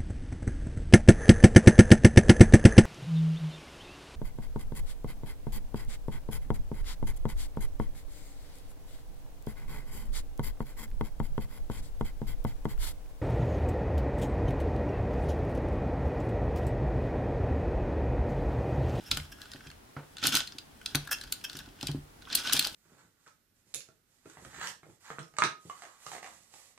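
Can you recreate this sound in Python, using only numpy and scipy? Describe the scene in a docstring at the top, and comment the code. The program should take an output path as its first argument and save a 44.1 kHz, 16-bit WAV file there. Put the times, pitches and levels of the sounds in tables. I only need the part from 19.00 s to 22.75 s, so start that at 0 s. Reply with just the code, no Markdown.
"""A small furnished room with a wooden table, heard through a phone lying close by.
A hand turns the needle ring of a small plastic knitting machine. Needles click as short noise bursts,
rattle in swarms of random ticks, and drag in their slots as gated noise, all through tuned resonances.
The frame knocks the table top, struck as a set of decaying modes; noise echoes make the room's brief answer.
Underneath lie a quiet shaped-noise hiss, a thin whine and a low rumble that comes and goes."""
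import sys
import numpy as np
from scipy import signal
from scipy.fft import rfft, irfft
from scipy.io import wavfile
from scipy.ndimage import uniform_filter1d

SR = 44100
rng = np.random.default_rng(int(sys.argv[2]) if len(sys.argv) > 2 else 0)


def generate_wav(signal):
    """Clip the signal to [-1, 1] and save it as 16-bit WAV at the path in sys.argv[1]."""
    frames = np.transpose(np.atleast_2d(signal))
    scaled = np.clip(frames, -1, 1) * 32767
    pcm = np.round(scaled).astype(np.int16)
    wavfile.write(sys.argv[1], SR, pcm)


N = 165375  # length [samples]

# Needle clicks: (time [s], slot level [dB], plastic ring level before crest trim [dB],
# treble level before crest trim [dB], pitch [Hz], ring pitch [Hz], left minus right [dB], length [ms])
NEEDLE_CLICKS = [(0.1138, -14.5, -25, -24.5, 3940, 1330, 0, 7.4),
                 (0.153, -54, -61, -45, 5000, 1450, 5, 6.7), (0.1713, -24.5, -26, -28, 3370, 1360, 2, 7.3),
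                 (0.1984, -37, -51, -62, 2070, 1920, -6, 7), (0.3853, -63, -43, -57, 5020, 1580, 1, 9.3),
                 (0.417, -36, -57, -44, 4460, 1560, 3, 4.1), (0.455, -47, -41.5, -65, 3430, 1270, -1, 10),
                 (0.4998, -68, -48, -65, 3130, 1880, -3, 6.7), (0.517, -39, -49, -47, 4400, 1900, 1.0, 3.2),
                 (0.5348, -37, -39.5, -48, 4300, 1600, 0, 5.5),
                 (0.559, -47.5, -41, -70, 2520, 1800, -2, 5.9), (0.606, -50, -41, -62, 2550, 1520, 1, 8.8),
                 (0.6697, -43.5, -57, -72, 3180, 1620, 0.0, 7), (0.7015, -43, -41, -69, 4450, 1750, -1, 6),
                 (0.714, -44, -45, -50, 2660, 1500, 0, 5.1), (0.9658, -65, -33.5, -85, 2400, 1470, -5, 9.7),
                 (1.169, -36, -40.5, -50, 3500, 1370, 0, 3.3), (1.1828, -36, -44, -50, 4300, 1450, 2, 6),
                 (1.1964, -47, -63, -67, 3510, 1430, -1.0, 4.2), (1.2173, -41, -51, -63, 3560, 1390, -1, 6),
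                 (1.2273, -32, -33, -48, 2960, 1320, -10, 6.2),
                 (1.238, -18.5, -48, -32, 4200, 1360, 7, 9.3), (1.257, -29, -23, -48, 2970, 1340, -6, 9),
                 (1.2693, -19, -29.5, -13, 3920, 1300, -0.5, 6.4),
                 (1.2792, -24.5, -58, -50, 3770, 1230, 12, 4.3),
                 (1.323, -30, -35, -39, 3250, 1390, 12, 8.4),
                 (1.3515, -15.5, -49, -15.5, 4100, 1900, 3, 8.5),
                 (1.3618, -26, -33, -33, 4050, 1500, -18, 7.44),
                 (1.3688, -19, -24.5, -21, 4830, 1380, 3, 6.8), (1.4043, -21, -35, -61, 3480, 1600, -2, 4),
                 (1.4726, -33.5, -46, -46, 4300, 1940, 2, 9.6),
                 (1.5212, -39.5, -48, -72, 4980, 1250, 4, 6.5),
                 (1.5845, -32, -45, -41.5, 4230, 1520, 0, 4.6),
                 (1.8138, -47.5, -41.5, -53, 2640, 1660, 0, 7.1),
                 (1.8603, -22, -38, -32.5, 3860, 1270, 0.5, 3.8), (1.91, -46, -67, -59, 3120, 1480, 5, 5.8),
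                 (1.9485, -20.5, -19, -27, 3400, 1440, -2, 3.8),
                 (1.954, -20, -28.5, -18, 3780, 1230, 7.5, 4.6), (2.051, -48, -56, -49, 2740, 1530, 2, 7.3),
                 (2.074, -42, -30.5, -39, 3500, 1650, 1, 5.6),
                 (2.1856, -39, -63, -71, 3480, 1740, 1.0, 2.7),
                 (2.2127, -32.5, -39, -38.5, 4540, 1690, 0, 5),
                 (2.2367, -38.5, -40, -44, 4570, 1600, 0, 7.6),
                 (2.2745, -47.5, -45.5, -71, 4340, 1440, 0, 8.7),
                 (2.3239, -24, -35.5, -17.5, 4400, 1500, 0.5, 5.2),
                 (2.412, -48, -58, -55, 2760, 1630, -3, 8), (2.497, -33, -40, -46, 4480, 1540, 2.5, 4.6),
                 (2.5306, -38, -59, -46, 3470, 1600, 3, 6), (2.5532, -38, -37, -55, 5500, 1630, 1, 5.4),
                 (2.569, -38, -49, -37, 4400, 1540, 1.5, 6.8), (2.589, -34.5, -51, -39, 3550, 1620, 3, 6.6),
                 (2.6584, -49.5, -48, -68, 3550, 1450, -4, 8.8),
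                 (2.688, -48.5, -61, -70, 3320, 1350, -0.5, 6), (2.7897, -51, -47, -68, 2710, 1690, 2, 7.1),
                 (2.8106, -33, -55, -41, 3400, 1460, 0.5, 6), (2.8285, -29, -39, -36, 4640, 1380, 1.0, 5.3),
                 (2.8702, -25, -60, -29, 4700, 1400, 1, 5.9),
                 (2.8835, -33.5, -45, -51, 2900, 1390, -1, 6.5),
                 (2.9147, -37.5, -55, -42.5, 4700, 1520, 5, 4.3),
                 (3.2204, -46, -47, -71, 3600, 1530, -5, 12), (3.272, -54, -38, -75, 2820, 1280, -4, 8.5),
                 (3.3006, -36.5, -37, -69, 3750, 1480, -4, 7), (3.327, -25, -34, -41, 4370, 1600, 0, 7),
                 (3.352, -18, -54, -11, 4500, 1540, 1, 6.8), (3.3735, -36, -58, -49, 3800, 1840, -26, 7.4),
                 (3.4356, -43, -41, -41, 3520, 1900, 3, 10.8), (3.453, -46, -31, -48, 2910, 1500, -12, 5.9),
                 (3.4731, -28.5, -41, -42, 4300, 1270, 13, 6.5),
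                 (3.496, -22.5, -24.5, -41, 3680, 1360, 3, 5),
                 (3.5242, -21.5, -27.5, -34, 4100, 1320, -7.5, 4.8),
                 (3.5275, -23, -38, -18.5, 6050, 1390, -3, 3.5),
                 (3.532, -17, -45, -12.5, 4870, 1390, 5, 7.4), (3.5666, -21, -41, -36, 3800, 1440, 4, 7.4),
                 (3.5931, -13, -30, -13.5, 4060, 1600, 0.5, 6.3), (3.625, -25, -36, -32, 3870, 1630, 5, 4),
                 (3.6448, -24, -32, -47, 4770, 1500, -0.5, 9.6),
                 (3.6487, -24.5, -50, -32, 4570, 1440, 9, 7.5), (3.6702, -24, -40, -26, 4360, 1520, 0, 4.4),
                 (3.7444, -37.5, -51, -48, 3500, 1200, 3, 5.7)]
# Rattle of the needle swarm: (time [s], level [dB], treble level [dB])
SWARM_LEVELS = [(0, -60.5, -68), (.105, -61, -69), (.125, -44, -58), (.2, -62.5, -58.5), (.255, -57, -66),
                (.275, -66.5, -69), (.55, -61, -68), (.62, -65, -70), (.73, -71, -72), (.8, -79, -79),
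                (1.14, -73, -70), (1.19, -57.5, -91), (1.22, -54.5, -68), (1.235, -35, -50),
                (1.26, -32, -43), (1.29, -39.5, -44), (1.315, -47, -60), (1.33, -31, -46),
                (1.385, -39, -42.5), (1.42, -44.5, -65), (1.45, -60, -66), (1.55, -66.5, -70),
                (1.65, -71, -73), (1.8, -72, -71), (1.88, -58, -65), (2.06, -60.5, -72), (2.2, -59.5, -67),
                (2.42, -64, -68), (2.58, -55.5, -67), (2.68, -69, -72), (2.78, -66, -74),
                (2.84, -53.5, -66), (2.94, -65, -66.5), (3.05, -86, -74), (3.2, -74, -74), (3.27, -64, -70),
                (3.31, -48.5, -71.5), (3.335, -41.5, -82), (3.36, -39.5, -42), (3.4, -39, -53),
                (3.43, -49.5, -69), (3.47, -35.5, -51), (3.51, -42.5, -65), (3.53, -36.5, -43),
                (3.575, -33, -40.5), (3.587, -44.5, -64), (3.61, -42, -48), (3.665, -41, -49),
                (3.685, -50.5, -61), (3.75, -63, -63)]
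# Needle drags in a slot: (time [s], length [s], level [dB], treble level [dB], plastic ring level [dB])
NEEDLE_DRAGS = [(0.058, 0.036, -54.5, -60, -59.5), (0.316, 0.015, -49, -54, -52),
                (0.397, 0.048, -65, -67, -57), (0.635, 0.048, -62, -73, -59.5),
                (2.089, 0.0082, -53.5, -74, -37), (2.109, 0.026, -35, -32.5, -31.5),
                (2.124, 0.028, -40.5, -54, -61.5), (2.438, 0.016, -36, -44, -45.5),
                (2.589, 0.02, -51, -62, -50.5)]
# Knocks on the table: (time [s], level [dB], low mode share [dB], upper modes share [dB],
# dull thud share [dB])
TABLE_KNOCKS = [(0.12, -35, -4, -6.5, -15), (0.173, -35, -1, -6.5, -14), (0.199, -38.5, 28.5, -30, -37),
                (0.548, -45, -6, 0.5, -12.5), (0.664, -46.5, -13, -3, -28), (0.966, -34, -12, -5.5, -9.5),
                (0.989, -60, 0.0, 6, 8.5), (1.031, -62, 0.0, 0, 4), (1.226, -50.5, -10, 8, 3),
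                (1.245, -42, -15, 9, -9), (1.267, -37, -10, -2, -25), (1.285, -38.5, 0, 3, -21),
                (1.344, -40.5, 5, 6.5, -5.5), (1.551, -53.5, -3, 5, -24), (1.95, -25, 2, -4.5, -15),
                (2.55, -45.5, -4, 1.5, -24), (2.677, -58.5, -9, 11.5, -4), (2.831, -38.5, -4, 3.5, -7.5),
                (2.891, -25.5, -12, -9.5, -23), (2.947, -33, -8, 4, -22.5), (3.332, -51, -3, 1, -6),
                (3.542, -44, -11, 7.5, 1), (3.59, -52.5, -6, 11.5, -23)]

# Slot resonances: (frequency [Hz], width [Hz], level [dB])
SLOT_BANDS = [(2855, 940, 15.5), (3358, 600, 18), (4070, 840, 12), (5070, 460, 14.5), (5510, 1640, 10.5)]
# Modes of the plastic ring: (frequency [Hz], level [dB], T60 [s])
RING_MODES = [(1371, 10, 0.037), (1486, 17.5, 0.035), (1622, 21.5, 0.015), (1866, -2.5, 0.085)]
# Treble resonances of the needles: (frequency [Hz], width [Hz], level [dB])
TREBLE_BANDS = [(7300, 260, 8), (9610, 5400, 16), (15000, 1000, 12)]
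# Resonances of a drag: (frequency [Hz], width [Hz], level [dB])
DRAG_BANDS = [(2726, 220, 3), (3230, 180, 2.5), (4420, 350, -9.5), (5450, 540, 1), (6500, 380, -10)]
# Treble resonances of a drag: (frequency [Hz], width [Hz], level [dB])
DRAG_TREBLE_BANDS = [(5930, 840, -2), (8600, 720, 0), (11300, 1800, 1.5), (13900, 1200, -1)]
# Modes of the table top: (frequency [Hz], level before a knock's shares [dB], T60 when knocked [s])
TABLE_MODES = [(80, -24, 0.21), (146, -2.5, 0.26), (158, -30.5, 0.2), (223, -13, 0.15), (271, -2, 0.12),
               (296, -6.5, 0.12), (360, -12, 0.18), (449, -21.5, 0.2), (571.5, -16.5, 0.14),
               (712, -7, 0.02), (822, -5, 0.046)]

# Hiss spectrum: (frequency [Hz], relative density [dB per Hz])
HISS_SPECTRUM = [(15, -34), (25, -66), (87, -2.5), (180, -6.5), (439, -9.5), (531, -14), (734, -13),
                 (1330, -17), (1940, -17.5), (2220, -20), (16000, -31)]
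# Stereo width of the hiss: (frequency [Hz], side minus mid [dB])
HISS_WIDTH = [(60, -4), (110, -8.5), (200, -2.5), (380, 0), (700, 3), (1290, 2.5), (2380, 0.5), (4400, 1),
              (8120, 1), (15000, 1)]
# Low rumble: (time [s], level [dB])
RUMBLE_LEVELS = [(0.0, -60), (0.07, -65), (0.12, -39), (0.22, -46.5), (0.28, -55.5), (0.66, -66),
                 (0.69, -53), (0.92, -70), (1.4, -58), (1.6, -71), (2.0, -51), (2.16, -62), (2.28, -52.5),
                 (2.43, -73), (2.64, -52), (2.79, -68), (2.84, -52), (2.98, -41), (3.05, -61),
                 (3.75, -62.5)]

# Clicks; the time constants of the envelope and its peak are shares of a click's length
CLICK_WIDTH_HZ, CLICK_SLOTS_DB, CLICK_CREST_DB = 850, -3, -4
CLICK_SIDE_DB, TREBLE_SIDE_DB = -9, -3
RISE_SHARE, FALL_SHARE, PEAK_SHARE, PEAK_DB = 0.22, 0.34, 0.032, -7
PLATEAU_DB = -1.5  # flat top of the envelope under its peak
LEAD_S, CLICK_SAMPLES = 0.012, 4096  # room for the rise before the peak; whole buffer

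# Ticks of the swarm
TICKS_PER_S, TICK_SCATTER_DB = 5700, 3
CLUSTER_MS, CLUSTER_DB = 3.7, 1
STRAYS_PER_S, STRAY_DB, STRAY_SCATTER_DB = 350, -1, 4  # lone hard ticks
STRAYS_FROM_DB = -61.5  # rattle level where the strays reach half strength
RATTLE_RING_HZ, RATTLE_SELECT_HZ, RATTLE_SPREAD_DB = 1415, 230, 3.5
RING_SELECT_HZ = 175  # distance at which a ring mode is 10 dB down

# Plastic ring, frame and table: level at a rattle of -40 dB, and dB gained per dB of rattle
RING_DB, RING_FOLLOWS = -48.5, 0.98
FRAME_DB, FRAME_FOLLOWS = -55, 0.82
SHAKE_DB, SHAKE_FOLLOWS = -51.5, 0.56
FRAME_HZ = 744  # dull body of the plastic frame
# A higher ring mode follows the rattle at this offset, up to a ceiling on the rattle level
SOFT_RING_HZ, SOFT_RING_DB, SOFT_TOP_DB = 1670, -6, -58

DRAG_RING_HZ, DRAG_FRAME_DB, DRAG_SCATTER_DB, DRAG_EDGE_S = 1726, -19, 1.5, 0.0034
PUSH_MS, KNOCK_SCATTER_DB = 0.98, 1
EDGE_MODES_DB = 10.5  # table modes above 400 Hz, relative to the dull thud's share
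THUD_HZ, THUD_T60_S = 640, 0.15

ECHO_TURNS_PER_S = 9  # RMS rate of the blend between two room responses
ROOM_T60_S, ROOM_DULL_HZ, EARLY_T60_S = 0.27, 7000, 0.07
ROOM_DB, EARLY_DB, ROOM_SIDE_HZ = -6, -9, 1540
HISS_DB = -60  # mid level above 100 Hz
RUMBLE_HZ, WHINE_HZ, WHINE_DB = 42, 10550, -81
TOP_HZ = 16100


def undb(db):
    """Decibels to an amplitude factor."""
    return 10 ** (np.asarray(db, float) / 20)


def unit(x):
    """Scale to an RMS of 1."""
    return x / np.sqrt(np.mean(x ** 2) + 1e-30)


def click_peak(x):
    """Scale so that the loudest 40-sample stretch has the RMS of a full-scale sine."""
    return x / np.max(uniform_filter1d(x ** 2, size=40)) ** .5 / np.sqrt(2)


def balance(left_minus_right_db):
    """Left and right gains for a level difference, as a column."""
    return undb([[left_minus_right_db / 2], [-left_minus_right_db / 2]])


def curve(table, column=1):
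    """Automation line through a table's points."""
    table = np.array(table)
    return np.interp(np.arange(N) / SR, table[:, 0], table[:, column])


def band(x, hz, width_hz):
    """One resonance, gain 1 at its centre."""
    return signal.lfilter(*signal.iirpeak(min(hz, .45 * SR), hz / width_hz, fs=SR), x)


def twice(x, hz, width_hz):
    """A steeper resonance: two in series, the second twice as wide."""
    return band(band(x, hz, width_hz), hz, 2 * width_hz)


def bank(x, bands, alternate=False):
    """Parallel resonances, with every other one inverted on request."""
    sign = -1 if alternate else 1
    return sum(sign ** k * undb(db) * twice(x, hz, width) for k, (hz, width, db) in enumerate(bands))


def ring(x, hz, t60):
    """One mode struck by x: a decaying sine from a complex pole."""
    pole = np.exp(2j * np.pi * hz / SR - np.log(1000) / (t60 * SR))
    return signal.lfilter([1], [1, -pole], x).imag


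def colours(x, ring_hz=None, select_hz=RING_SELECT_HZ):
    """Contacts excite the slots, the plastic ring (most of all near ring_hz) and the needles' treble."""
    slots = bank(x, SLOT_BANDS, alternate=True)
    body = 0
    for hz, db, t60 in RING_MODES:
        drop_db = 10 * ((hz - ring_hz) / select_hz) ** 2 if ring_hz else 0
        body = body + undb(db - drop_db) * ring(x, hz, t60)
    body = twice(body, 1350, 1110)
    treble = bank(x, TREBLE_BANDS, alternate=True)
    return slots, body, treble


def ticks():
    """Dense random contacts, some harder than the rest, bunched in small clusters."""
    hold = int(CLUSTER_MS * SR / 1000)
    bunch = uniform_filter1d(np.repeat(rng.standard_normal(N // 40), hold)[:N], hold)
    hardness = undb(TICK_SCATTER_DB * rng.exponential(size=N) + CLUSTER_DB * bunch)
    return (rng.random(N) < TICKS_PER_S / SR) * rng.choice([-1, 1], N) * hardness


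def clicks():
    """Each click is a short noise burst with a two-sided envelope and a sharp peak; its treble is wide."""
    out = np.zeros((2, N + CLICK_SAMPLES))
    t = np.arange(CLICK_SAMPLES) / SR
    for s, db, body_db, treble_db, hz, ring_hz, pan_db, ms in NEEDLE_CLICKS:
        noise, roughness, side_noise = rng.standard_normal((3, CLICK_SAMPLES))
        u = (t - LEAD_S) / (ms / 1000)
        envelope = np.minimum(np.exp(np.minimum(u / RISE_SHARE, -u / FALL_SHARE)), undb(PLATEAU_DB))
        envelope = envelope + undb(PEAK_DB) * np.exp(-np.abs(u) / PEAK_SHARE)
        envelope = envelope * undb(2 * roughness)
        burst = noise * envelope
        slots, body, treble = colours(burst, ring_hz)
        side_slots, _, side_treble = colours(side_noise * envelope)

        pitched = click_peak(twice(burst, hz, CLICK_WIDTH_HZ))
        own = click_peak(pitched + undb(CLICK_SLOTS_DB) * click_peak(slots))
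        own = own + undb(CLICK_SIDE_DB) * click_peak(side_slots) * [[1], [-1]]
        treble = click_peak(treble) + undb(TREBLE_SIDE_DB) * click_peak(side_treble) * [[1], [-1]]

        x = undb(db) * own
        x = x + undb(body_db + CLICK_CREST_DB) * click_peak(body)
        x = x + undb(treble_db + CLICK_CREST_DB) * treble
        start = int((s + ms / 6000 - LEAD_S) * SR)  # the peak falls a sixth of the length after s
        out[:, start:start + CLICK_SAMPLES] += x * balance(pan_db)
    return out[:, :N]


def stray_ticks(rattle_db):
    """Lone hard contacts, each a tiny noise burst, held back while the rattle is soft."""
    hardness = undb(STRAY_SCATTER_DB * np.minimum(rng.exponential(size=N), 3))
    hits = (rng.random(N) < STRAYS_PER_S / SR) * hardness
    bursts = uniform_filter1d(hits, size=30) * rng.standard_normal(N)
    return undb(STRAY_DB) * unit(bursts) * np.clip((rattle_db - STRAYS_FROM_DB) / 10 + .5, .2, 1)


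def rattle():
    """Needles tick at random, each slot size on its own, strays in all at once; ring and frame follow."""
    db, treble_db = curve(SWARM_LEVELS), curve(SWARM_LEVELS, column=2)
    out = 0
    for lean_db in (RATTLE_SPREAD_DB, -RATTLE_SPREAD_DB):  # one swarm leans left, one right
        stray = stray_ticks(db)
        _, body, treble = colours(unit(ticks()) + stray, RATTLE_RING_HZ, RATTLE_SELECT_HZ)
        slots = sum(undb(g) * twice(unit(ticks()) + stray, hz, w) for hz, w, g in SLOT_BANDS)
        x = unit(slots) * undb(db) + unit(treble) * undb(treble_db)
        x = x + unit(body) * undb(RING_DB + RING_FOLLOWS * (db + 40))
        out = out + x * balance(lean_db) / np.sqrt(2)
    frame = unit(twice(ticks(), FRAME_HZ, 700)) * undb(FRAME_DB + FRAME_FOLLOWS * (db + 40))
    soft_ring = unit(colours(ticks(), SOFT_RING_HZ)[1])
    return out + frame + soft_ring * undb(SOFT_RING_DB + np.minimum(db, SOFT_TOP_DB))


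def scrapes():
    """Fine, even stick-slip noise for the length of each drag, in a few narrow resonances."""
    t = np.arange(N) / SR
    x = rng.standard_normal(N) * undb(DRAG_SCATTER_DB * rng.exponential(size=N))

    def gate(column):
        out = 0
        for drag in NEEDLE_DRAGS:
            to_edge = np.minimum(t - drag[0], drag[0] + drag[1] - t)
            out = out + undb(drag[column]) * np.clip(to_edge / DRAG_EDGE_S, 0, 1)
        return out

    def body(v):
        return colours(v, DRAG_RING_HZ)[1]

    # the slot and ring resonances ring on past the gate; frame and treble are gated last
    slot = bank(x * gate(2), DRAG_BANDS) / np.std(bank(x, DRAG_BANDS))
    plastic = body(x * gate(4)) / np.std(body(x))
    frame = undb(DRAG_FRAME_DB) * unit(twice(x, FRAME_HZ, 550)) * gate(4)
    treble = unit(bank(x, DRAG_TREBLE_BANDS)) * gate(3)
    return slot + plastic + frame + treble


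def knocks():
    """A soft push excites the table modes in each knock's own shares; a dull thud of the hand joins in."""
    push = np.hanning(int(PUSH_MS * SR / 1000) + 2)
    out = 0
    for hz, mode_db, t60 in TABLE_MODES:
        blows = np.zeros(N)
        for s, db, low_db, upper_db, thud_db in TABLE_KNOCKS:
            if hz < 100:
                share_db = low_db
            elif hz < 180:
                share_db = 0
            elif hz < 400:
                share_db = upper_db
            else:
                share_db = thud_db + EDGE_MODES_DB
            scatter_db = KNOCK_SCATTER_DB * rng.standard_normal()
            blows[int(s * SR)] = undb(db + mode_db + share_db + scatter_db)
        out = out + ring(signal.fftconvolve(blows, push / push.sum())[:N], hz, t60)
    blows = np.zeros(N)
    for s, db, _, _, thud_db in TABLE_KNOCKS:
        blows[int(s * SR)] = undb(db + thud_db)
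    fade = signal.lfilter([1], [1, -undb(-60 / THUD_T60_S / SR)], blows)
    out = out + fade * unit(twice(rng.standard_normal(N), THUD_HZ, 960))
    return signal.sosfilt(signal.butter(4, 60, "high", fs=SR, output="sos"), out)


def table_shake():
    """The table shakes a little with the rattle: ticks ring its modes from the fourth up, at half the T60."""
    contacts = ticks()
    modes = sum(undb(g) * ring(contacts, hz, t60 / 2) for hz, g, t60 in TABLE_MODES[3:])
    return unit(modes) * undb(SHAKE_DB + SHAKE_FOLLOWS * (curve(SWARM_LEVELS) + 40))


def room(x):
    """Quick early echoes, then a duller tail; left and right differ in the treble."""
    t = np.arange(SR // 2) / SR

    def fade(t60):
        noise = rng.standard_normal((2, len(t))) * undb(-60 * t / t60)
        return unit(noise * (t > .002)) / np.sqrt(len(t))  # 2 ms before the first echo

    late = signal.lfilter(*signal.butter(1, ROOM_DULL_HZ, fs=SR), fade(ROOM_T60_S))
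    mid, side = undb(EARLY_DB) * fade(EARLY_T60_S) + undb(ROOM_DB) * late
    side = signal.lfilter(*signal.butter(1, ROOM_SIDE_HZ, "high", fs=SR), side)
    echoes = np.array([mid + side, mid - side]) / np.sqrt(2)
    return signal.fftconvolve(x.mean(axis=0)[None], echoes, axes=1)[:, :N]


def drifting_echoes(x):
    """A wandering angle blends two random room responses, so the echoes' colour keeps changing."""
    wander = unit(uniform_filter1d(rng.standard_normal(N), size=2000))
    turn = 2 * np.pi * ECHO_TURNS_PER_S * np.cumsum(wander) / SR
    return np.cos(turn) * room(x) + np.sin(turn) * room(x)


def hiss():
    """Steady noise shaped in the spectrum, as mid and side signals."""
    log_hz = np.log(np.maximum(np.arange(N // 2 + 1) * SR / N, 1))

    def shape(table):
        table = np.array(table)
        return undb(np.interp(log_hz, np.log(table[:, 0]), table[:, 1]))

    mid, side = (rfft(rng.standard_normal(N)) * shape(HISS_SPECTRUM) for _ in range(2))
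    scale = undb(HISS_DB) / np.std(irfft(mid * (log_hz > np.log(100)), N))
    return irfft(mid, N) * scale, irfft(side * shape(HISS_WIDTH), N) * scale


def whine():
    """A thin, steady whine: noise in one very narrow band."""
    return undb(WHINE_DB) * unit(band(rng.standard_normal(N), WHINE_HZ, 50))


def rumble():
    """Low band noise that comes and goes."""
    low = band(band(rng.standard_normal(N), RUMBLE_HZ, 81), RUMBLE_HZ, 81)
    return unit(low) * undb(curve(RUMBLE_LEVELS))


def floor():
    """Stereo hiss with a centred whine and rumble, cut below 26 Hz."""
    mid, side = hiss()
    mid = mid + whine() + rumble()
    return signal.lfilter(*signal.butter(2, 26, "high", fs=SR), [mid + side, mid - side])


def scene():
    """The needles and their echoes, over the table and the background."""
    needles = clicks() + rattle() + scrapes()
    return needles + drifting_echoes(needles) + knocks() + table_shake() + floor()


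def record(dry):
    """The phone cuts the top with a steep low-pass."""
    return signal.sosfilt(signal.ellip(10, .2, 80, TOP_HZ, fs=SR, output="sos"), dry)


dry = scene()
out = record(dry)
generate_wav(out)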